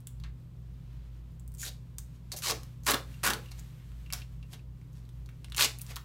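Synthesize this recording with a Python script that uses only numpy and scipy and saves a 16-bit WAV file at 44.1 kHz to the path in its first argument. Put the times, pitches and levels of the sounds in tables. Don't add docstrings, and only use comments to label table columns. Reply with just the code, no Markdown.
import sys
import numpy as np
from scipy import signal
from scipy.fft import rfft, irfft
from scipy.io import wavfile
from scipy.ndimage import uniform_filter1d

SR = 44100
rng = np.random.default_rng(int(sys.argv[2]) if len(sys.argv) > 2 else 0)


def store_pcm(level_fs):
    pcm = np.round(np.clip(level_fs, -1, 1) * 32767).astype(np.int16)
    wavfile.write(sys.argv[1], SR, np.atleast_2d(pcm).T)


def decibels_to_gain(level_db):
    exponent = np.asarray(level_db, float) / 20
    return 10 ** exponent


N = 266496


def rms_one(x):
    return x / np.sqrt(np.mean(x ** 2) + 1e-20)


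def band(x, low_hz, high_hz):
    edges_hz = [low_hz, min(high_hz, .45 * SR)]
    return signal.sosfilt(signal.butter(2, edges_hz, "band", fs=SR, output="sos"), x)


def resonance(x, hz, width_hz):
    r = np.exp(-np.pi * width_hz / SR)
    zeros = np.array([1, 0, -1]) * (1 - r * r) / 2
    poles = [1, -2 * r * np.cos(2 * np.pi * hz / SR), r * r]
    return signal.lfilter(zeros, poles, x)


def drift(rate_hz, size=N):
    steps = rng.standard_normal(int(size * rate_hz / SR) + 2)
    return np.interp(np.arange(size) * rate_hz / SR, np.arange(len(steps)), steps)


def add(out, s, sound):
    at = round(s * SR)
    out[at:at + len(sound)] += sound[:N - at]


def pulls():
    # t/s, level/dB
    efforts = [
        [(1.58, -66.5), (1.606, -52), (1.634, -44.5), (1.65, -41)],
        [(1.645, -44.5), (1.685, -44.5), (1.7, -43)],
        [(2.3175, -42.5), (2.33, -50.5), (2.355, -53)],
        [(2.364, -45), (2.372, -49), (2.39, -51), (2.41, -60)],
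        [(2.419, -45.5), (2.44, -37.5), (2.499, -31.5), (2.535, -42)],
        [(2.863, -34.5), (2.888, -30), (2.92, -33), (2.932, -45), (2.942, -34), (2.952, -42), (2.97, -53)],
        [(3.232, -38), (3.24, -37), (3.272, -33), (3.295, -43.5), (3.305, -36), (3.325, -52), (3.346, -51.5),
         (3.36, -66)],
        [(4.1245, -47), (4.136, -45), (4.154, -55), (4.24, -68.5)],
        [(5.565, -52), (5.581, -35), (5.613, -26), (5.651, -27), (5.67, -30.5)],
    ]
    # f/Hz, width/Hz, level/dB
    strips = [
        [(6930, 420, 8.5)],
        [(3800, 890, 4)],
        [(4470, 750, 13)],
        [(6000, 1200, -4)],
        [(500, 220, 0), (1136, 320, 8), (4200, 670, -9)],
        [(278, 63, 10), (1105, 300, 9), (1360, 250, 10.5)],
        [(228, 75, 4.5), (1040, 110, 1), (1430, 440, 8)],
        [(5650, 250, -9)],
        [(970, 73, -8), (2860, 130, -3), (4300, 150, 0)],
    ]
    # boom at start/dB, boom at end/dB,
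    # middle at start/dB, middle at end/dB, sizzle at start/dB
    colours = [(-36, -23, -28, -12, 10.5), (-16, -10, -8, -19, 2.5), (-15, 7, -3, -4, 9),
               (-20, -20, -27, -20, 8), (-32.5, 3.5, -9.5, -7, -1), (-10, 9.5, -1.5, -2.5, -0.5),
               (-10.5, 14, 5.5, -0.5, 5), (-19, -3, -2, 3, 2), (-22.5, -15, 0.5, -14.5, -2.5)]
    # start t/s, peak t/s, end t/s, peak level/dB, ring f/Hz
    light_tugs = [(3.506, 3.517, 3.54, -54, 4300), (3.568, 3.589, 3.615, -56.5, 6920),
                  (4.501, 4.535, 4.575, -52.5, 4460), (4.88, 4.969, 5.08, -69.5, 5500),
                  (2.1, 2.155, 2.22, -71.5, 4000), (5.859, 5.911, 5.94, -49.5, 2600)]
    tug_swell_db, tug_colour = 25, (-12, -1, -6, -0.5, 3)
    tug_width_hz, tug_ring_db = 270, -5
    slips_per_s, clump_rate_hz = 9000, 348.4
    uneven_db, uneven_end_db = 4.5, 3.5
    sizzle_loss_db = 9.5
    bite_s, let_go_s = 0.0029, 0.013

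    strokes = list(zip(efforts, colours, strips))
    for start, peak, end, db, hz in light_tugs:
        effort = [(start, db - tug_swell_db), (peak, db), (end, db - tug_swell_db)]
        strokes.append((effort, tug_colour, [(hz, tug_width_hz, tug_ring_db)]))
    out = np.zeros(N)
    for effort, (boom_db, boom_end_db, mid_db, mid_end_db, top_db), modes in strokes:
        s, level_db = np.transpose(effort)
        t = np.arange(s[0], s[-1], 1 / SR)
        freed = (t - s[0]) / (s[-1] - s[0])
        spread_db = uneven_db + (uneven_end_db - uneven_db) * freed
        chance = np.minimum(rng.exponential(1, len(t)), 4) + 0.55 * drift(clump_rate_hz, len(t))
        slips = decibels_to_gain(spread_db * chance) * rng.choice([-1, 1], len(t))
        slips = slips * (rng.random(len(t)) < slips_per_s / SR)
        slips = slips / np.sqrt(uniform_filter1d(slips ** 2, size=600) + 1e-9)
        slips = slips + sum(resonance(slips, hz, width) * decibels_to_gain(db) for hz, width, db in modes)
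        parts = [(213, 774, boom_db + (boom_end_db - boom_db) * freed),
                 (845, 3620, mid_db + (mid_end_db - mid_db) * freed),
                 (2410, 6700, 0),
                 (6500, 14300, top_db - sizzle_loss_db * freed)]
        effort_db = np.interp(t, s, level_db)
        pull = np.zeros(len(t))
        for k, (low_hz, high_hz, rel_db) in enumerate(parts):
            sign = (-1) ** k
            pull += sign * rms_one(band(slips, low_hz, high_hz)) * decibels_to_gain(effort_db + rel_db)
        fade = np.clip(np.minimum((t - s[0]) / bite_s, (s[-1] - t) / let_go_s), 0, 1)
        add(out, s[0], pull * fade * decibels_to_gain(-1.5))
    return out


def snap(ring_hz, low_db, top_db, t60, crackle_db):
    t = np.arange(round(.1 * SR)) / SR
    crack = decibels_to_gain(-60 * t / 0.0036)
    crackle = decibels_to_gain(crackle_db - 60 * t / max(t60, .003))
    burst = rng.standard_normal(len(t)) * (crack + crackle)
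    burst[0] = 2.0
    body = band(burst + decibels_to_gain(13.5) * resonance(burst, ring_hz, 0.26 * ring_hz), 1870, 9600)
    thud, edge = -band(burst, 840, 1660), -band(burst, 8800, 23000)
    return sum(p / np.abs(p).max() * decibels_to_gain(db) for p, db in [(body, 0), (thud, low_db), (edge, top_db)])


def snaps():
    # t/s, peak level/dB, ring f/Hz, level over 9 kHz relative to body/dB
    lone = [(0.071, -37.5, 7500, 7), (0.2378, -37.5, 4170, -33), (1.397, -47.5, 7500, -2),
            (1.478, -48.5, 8350, 7), (1.984, -29, 7000, 0.5), (2.3878, -32, 9000, -1),
            (2.3182, -27.5, 4800, -20), (2.363, -36, 5700, -25), (2.6332, -37, 4550, -4),
            (3.2336, -25, 2210, -19), (3.3346, -21, 4300, -4), (3.5174, -37, 4100, -22),
            (3.595, -38, 7160, -5), (4.103, -36.5, 2340, -36), (4.1254, -26, 5270, 3),
            (4.5357, -35.5, 3330, -20.5), (5.2605, -48.5, 4500, -5), (5.2902, -45, 2840, -11),
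            (5.445, -36.5, 3070, -17), (5.5215, -30, 3160, -17), (5.5468, -30, 2950, -15),
            (5.787, -48.5, 9000, 15.5), (5.8117, -41, 8100, 3), (5.8162, -34.5, 9500, 8),
            (5.8653, -39, 5870, -13), (5.959, -30, 5250, 0), (5.9654, -27, 3730, -1)]
    # t/s, peak level/dB, ring f/Hz
    faint = [(0.0044, -54.5, 8740), (0.2, -50, 3930), (1.519, -53, 8450), (1.5402, -50, 8500),
             (1.5488, -46, 8460), (1.573, -49, 7200), (2.8352, -47, 5680), (3.9182, -49, 2260),
             (4.8145, -56, 2120), (4.931, -57, 6550), (5.0521, -60, 4330), (5.091, -51, 3630),
             (5.4841, -51, 2060), (5.5, -45, 5150)]
    # t/s, peak level/dB, ring f/Hz
    strong = [(1.663, -29, 3440), (1.6812, -27.5, 3960), (2.3308, -33, 4170), (2.4837, -24, 4800),
              (2.501, -21, 6500), (2.5045, -17.5, 4700), (2.51, -14.5, 5330), (2.866, -26, 8300),
              (2.8761, -21, 6800), (2.886, -14, 3615), (2.8988, -16, 3910), (2.9063, -23, 7800),
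              (2.9096, -12, 7900), (2.917, -11, 4000), (2.937, -17, 4500), (2.9424, -15.5, 3840),
              (2.9441, -11.5, 4000), (3.2676, -19, 6500), (3.272, -19.5, 6700), (3.2833, -15.5, 3800),
              (3.3005, -19, 4300), (3.3051, -14.5, 4100), (4.1346, -13.5, 5540), (5.5944, -25, 4030),
              (5.5962, -12, 3900), (5.6022, -13, 4900), (5.6091, -4.5, 3120), (5.6231, -6.5, 4600),
              (5.642, -32, 4000), (5.6463, -8, 4200)]
    # start t/s, gap/s, first level/dB, last level/dB, ring f/Hz
    tick_runs = [
        (1.581, 0.0047, -50, -43, 7050),
        (2.367, 0.005, -36, -40, 6000),
        (2.842, 0.0042, -48, -35, 6500),
        (5.5647, 0.0032, -26, -25, 7800),
    ]

    def thud_db(hz):
        return -19 - 6.5 * np.log2(hz / 5000)

    def edge_db(hz):
        return -3.5 + 10 * np.log2(hz / 5000)

    out = np.zeros(N)
    for s, peak_db, hz, top_db in list(lone) + [(*tick, edge_db(tick[2])) for tick in faint]:
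        add(out, s, decibels_to_gain(peak_db) * snap(hz, thud_db(hz), top_db, t60=0.044, crackle_db=-11.5))
    short = list(strong)
    for s, gap, first_db, last_db, hz in tick_runs:
        for k in range(6):
            peak_db = first_db + (last_db - first_db) * k / 5 + rng.normal(0, 3)
            short.append((s + gap * (k + rng.uniform(-.3, .3)), peak_db, hz))
    for s, peak_db, hz in short:
        add(out, s, decibels_to_gain(peak_db - 5.0) * snap(hz, thud_db(hz), edge_db(hz), t60=0.016, crackle_db=-18))
    return out


def knocks():
    # t/s, peak level/dB, f/Hz, width as share of f, t60/s
    hits = [(0.069, -46, 2500, 1.5, 0.032), (0.237, -45.5, 1280, 1.6, 0.13),
            (1.628, -35.5, 1640, 0.17, 0.027), (2.338, -44, 590, 0.65, 0.06), (2.5, -38.5, 500, 1.05, 0.15),
            (2.52, -41.5, 279, 0.43, 0.14), (2.9, -40, 270, .6, .15), (3.27, -41, 219, 0.86, 0.14),
            (5.288, -51, 1500, 1, .05), (3.345, -44, 447, 0.69, .15), (3.796, -54.5, 1780, 1.2, 0.23),
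            (5.592, -22, 1580, 0.42, 0.012), (5.892, -45, 1600, 1.5, .04), (5.916, -47, 1600, 1.5, 0.034),
            (5.966, -32.5, 960, 1.34, 0.025)]
    rise_s = 0.0027
    out, t = np.zeros(N), np.arange(round(.25 * SR)) / SR
    for s, peak_db, hz, share, t60 in hits:
        puff = rng.standard_normal(len(t)) * decibels_to_gain(-60 * t / t60) * np.minimum(t / rise_s, 1)
        knock = resonance(resonance(puff, hz, share * hz), hz, share * hz)
        add(out, s, decibels_to_gain(peak_db) * knock / np.abs(knock).max())
    return out


def pings():
    # t/s, peak level/dB, f/Hz
    brushes = [(3.141, -47.5, 2750), (3.459, -48, 2760), (3.485, -51, 2860), (4.061, -48, 2750),
               (4.218, -40.5, 2720), (4.4279, -48, 2720), (4.592, -53.5, 2700), (5.7946, -45.5, 2760)]
    out, t = np.zeros(N), np.arange(round(.08 * SR)) / SR
    for s, peak_db, hz in brushes:
        brush = rng.standard_normal(len(t)) * decibels_to_gain(-60 * t / 0.05)
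        ping = resonance(brush, hz, 250) + decibels_to_gain(-15) * resonance(brush, 1.27 * hz, 900)
        add(out, s, decibels_to_gain(peak_db) * ping / np.abs(ping).max())
    return out


def rustle():
    # t/s, level/dB
    fingers = [(0.0, -75), (1.46, -75.5), (1.8, -73.5), (2.3, -74), (2.47, -54), (2.64, -66), (2.89, -74.5),
               (3.03, -70), (3.13, -61), (3.41, -67), (3.57, -65), (4.02, -69.5), (4.67, -75.5),
               (5.37, -73), (5.62, -72), (5.77, -69), (5.92, -56.5), (6.04, -76)]
    sleeve_s, sleeve_length_s, sleeve_db = 1, .3, -73
    bright_db, bright_follows = -75, 1.03
    t = np.arange(N) / SR
    busy_db = np.interp(t, *np.transpose(fingers))
    sleeve = decibels_to_gain(sleeve_db) * np.exp(-((t - sleeve_s) / sleeve_length_s) ** 2)
    flicker_db = 1.3 * drift(18) + 1.2 * rng.exponential(1, N)
    grains = rng.standard_normal((2, N)) * decibels_to_gain(flicker_db)
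    ticks = (rng.random(N) < 8 / SR) * decibels_to_gain(25 + 3 * rng.standard_normal(N))
    bright = rms_one(band(grains[1], 5200, 14600)) + band(ticks, 7000, 16000)
    bright = bright - .5 * resonance(bright, 10600, 1500)
    dull = rms_one(band(grains[0], 740, 4130)) * np.hypot(decibels_to_gain(busy_db), sleeve)
    return dull + bright * decibels_to_gain(bright_db + bright_follows * (busy_db + 72))


def corridor(x):
    # f/Hz, t60/s
    decay = [(300, 0.36), (1200, 0.23), (3500, 0.23), (8000, 0.23), (13000, 0.19)]
    t = np.arange(round(.5 * SR)) / SR
    noise = rng.standard_normal(len(t))
    tail = np.zeros(len(t))
    for k, (hz, t60) in enumerate(decay):
        tail += (-1) ** k * band(noise, hz / 2.19, hz * 2.02) * decibels_to_gain(-60 * t / t60)
    tail = tail * np.clip((t - .002) / 0.00067, 0, 1)
    return signal.fftconvolve(x, tail / np.sqrt(np.sum(tail ** 2)))[:N]


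def surges():
    # t/s, peak level/dB
    gusts = [(.25, -40), (.7, -44.5), (.94, -44.5), (1.1, -46), (1.27, -46), (1.47, -42.5), (1.6, -49),
             (1.75, -46), (2.02, -43.5), (2.26, -47.5), (2.57, -44), (2.88, -44), (3.09, -43.5),
             (3.32, -43.5), (3.58, -42.5), (3.95, -43.5), (4.18, -41.5), (4.4, -44.5), (4.67, -45),
             (4.98, -48.5), (5.22, -42), (5.53, -44.5), (5.74, -50), (5.97, -47.5)]
    half_length_s, lull_db = 0.088, -56
    t = np.arange(0, N, 100) / SR
    swell = decibels_to_gain(lull_db) + sum(decibels_to_gain(db - 3) * np.exp(-((t - s) / half_length_s) ** 2) for s, db in gusts)
    return np.interp(np.arange(N) / SR, t, swell)


def ventilation():
    # f/Hz, level per Hz/dB
    air = [(18, -22), (30, -10.5), (53, -6.5), (88, -1.5), (131, -4.5), (210, -13), (426, -24.5),
           (526, -28.5), (780, -34), (1010, -31.5), (1670, -42.5), (2830, -53), (10200, -70), (13300, -54),
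           (16000, -55)]
    # f/Hz, width/Hz, rms level/dB
    ducts = [(57.4, 6.94, -46.5), (154.5, 18.8, -55.5)]
    # f/Hz, rms level/dB
    motor = [(122, -49), (180, -75.5), (245, -71.5), (520, -82.5)]
    hz = np.maximum(np.fft.rfftfreq(N, 1 / SR), 1)
    air_hz, air_db = np.transpose(air)
    shape = decibels_to_gain(np.interp(np.log(hz), np.log(air_hz), air_db))
    out = decibels_to_gain(-54) * rms_one(irfft(rfft(rng.standard_normal(N)) * shape, N))

    (low_hz, low_width, low_db), (duct_hz, width, duct_db) = ducts
    wander = 2 * np.pi * np.cumsum(low_hz + low_width * 0.198 * drift(11)) / SR
    flutter = decibels_to_gain(low_db + 46.5 + 1.2 * drift(14))
    out += np.sqrt(2) * surges() * flutter * np.sin(wander)
    duct = resonance(resonance(rng.standard_normal(N), duct_hz, width), duct_hz, width)
    out += decibels_to_gain(duct_db) * rms_one(duct)

    for line_hz, line_db in motor:
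        phase = 2 * np.pi * line_hz * np.arange(N) / SR + 0.23 * drift(6.0)
        out += np.sqrt(2) * decibels_to_gain(line_db + 1.5 * drift(5)) * np.sin(phase)
    return out


def scene():
    wall_s, wall_db = .005, -12.5
    corridor_db, ping_room_db = -8, -5
    tape = pulls() + snaps() + knocks()
    clip = pings()
    near = tape.copy()
    add(near, wall_s, decibels_to_gain(wall_db) * tape)
    echo = decibels_to_gain(corridor_db) * corridor(tape + decibels_to_gain(ping_room_db) * clip)
    return (near + echo + clip + rustle() + ventilation())[None]


def top_cut(x):
    return signal.sosfilt(signal.butter(12, 16830, fs=SR, output="sos"), x)


def record(dry):
    low_pass = signal.cheby2(10, 30, 16200, fs=SR, output="sos")
    return top_cut(signal.sosfilt(low_pass, dry))


dry = scene()
out = record(dry)
store_pcm(out)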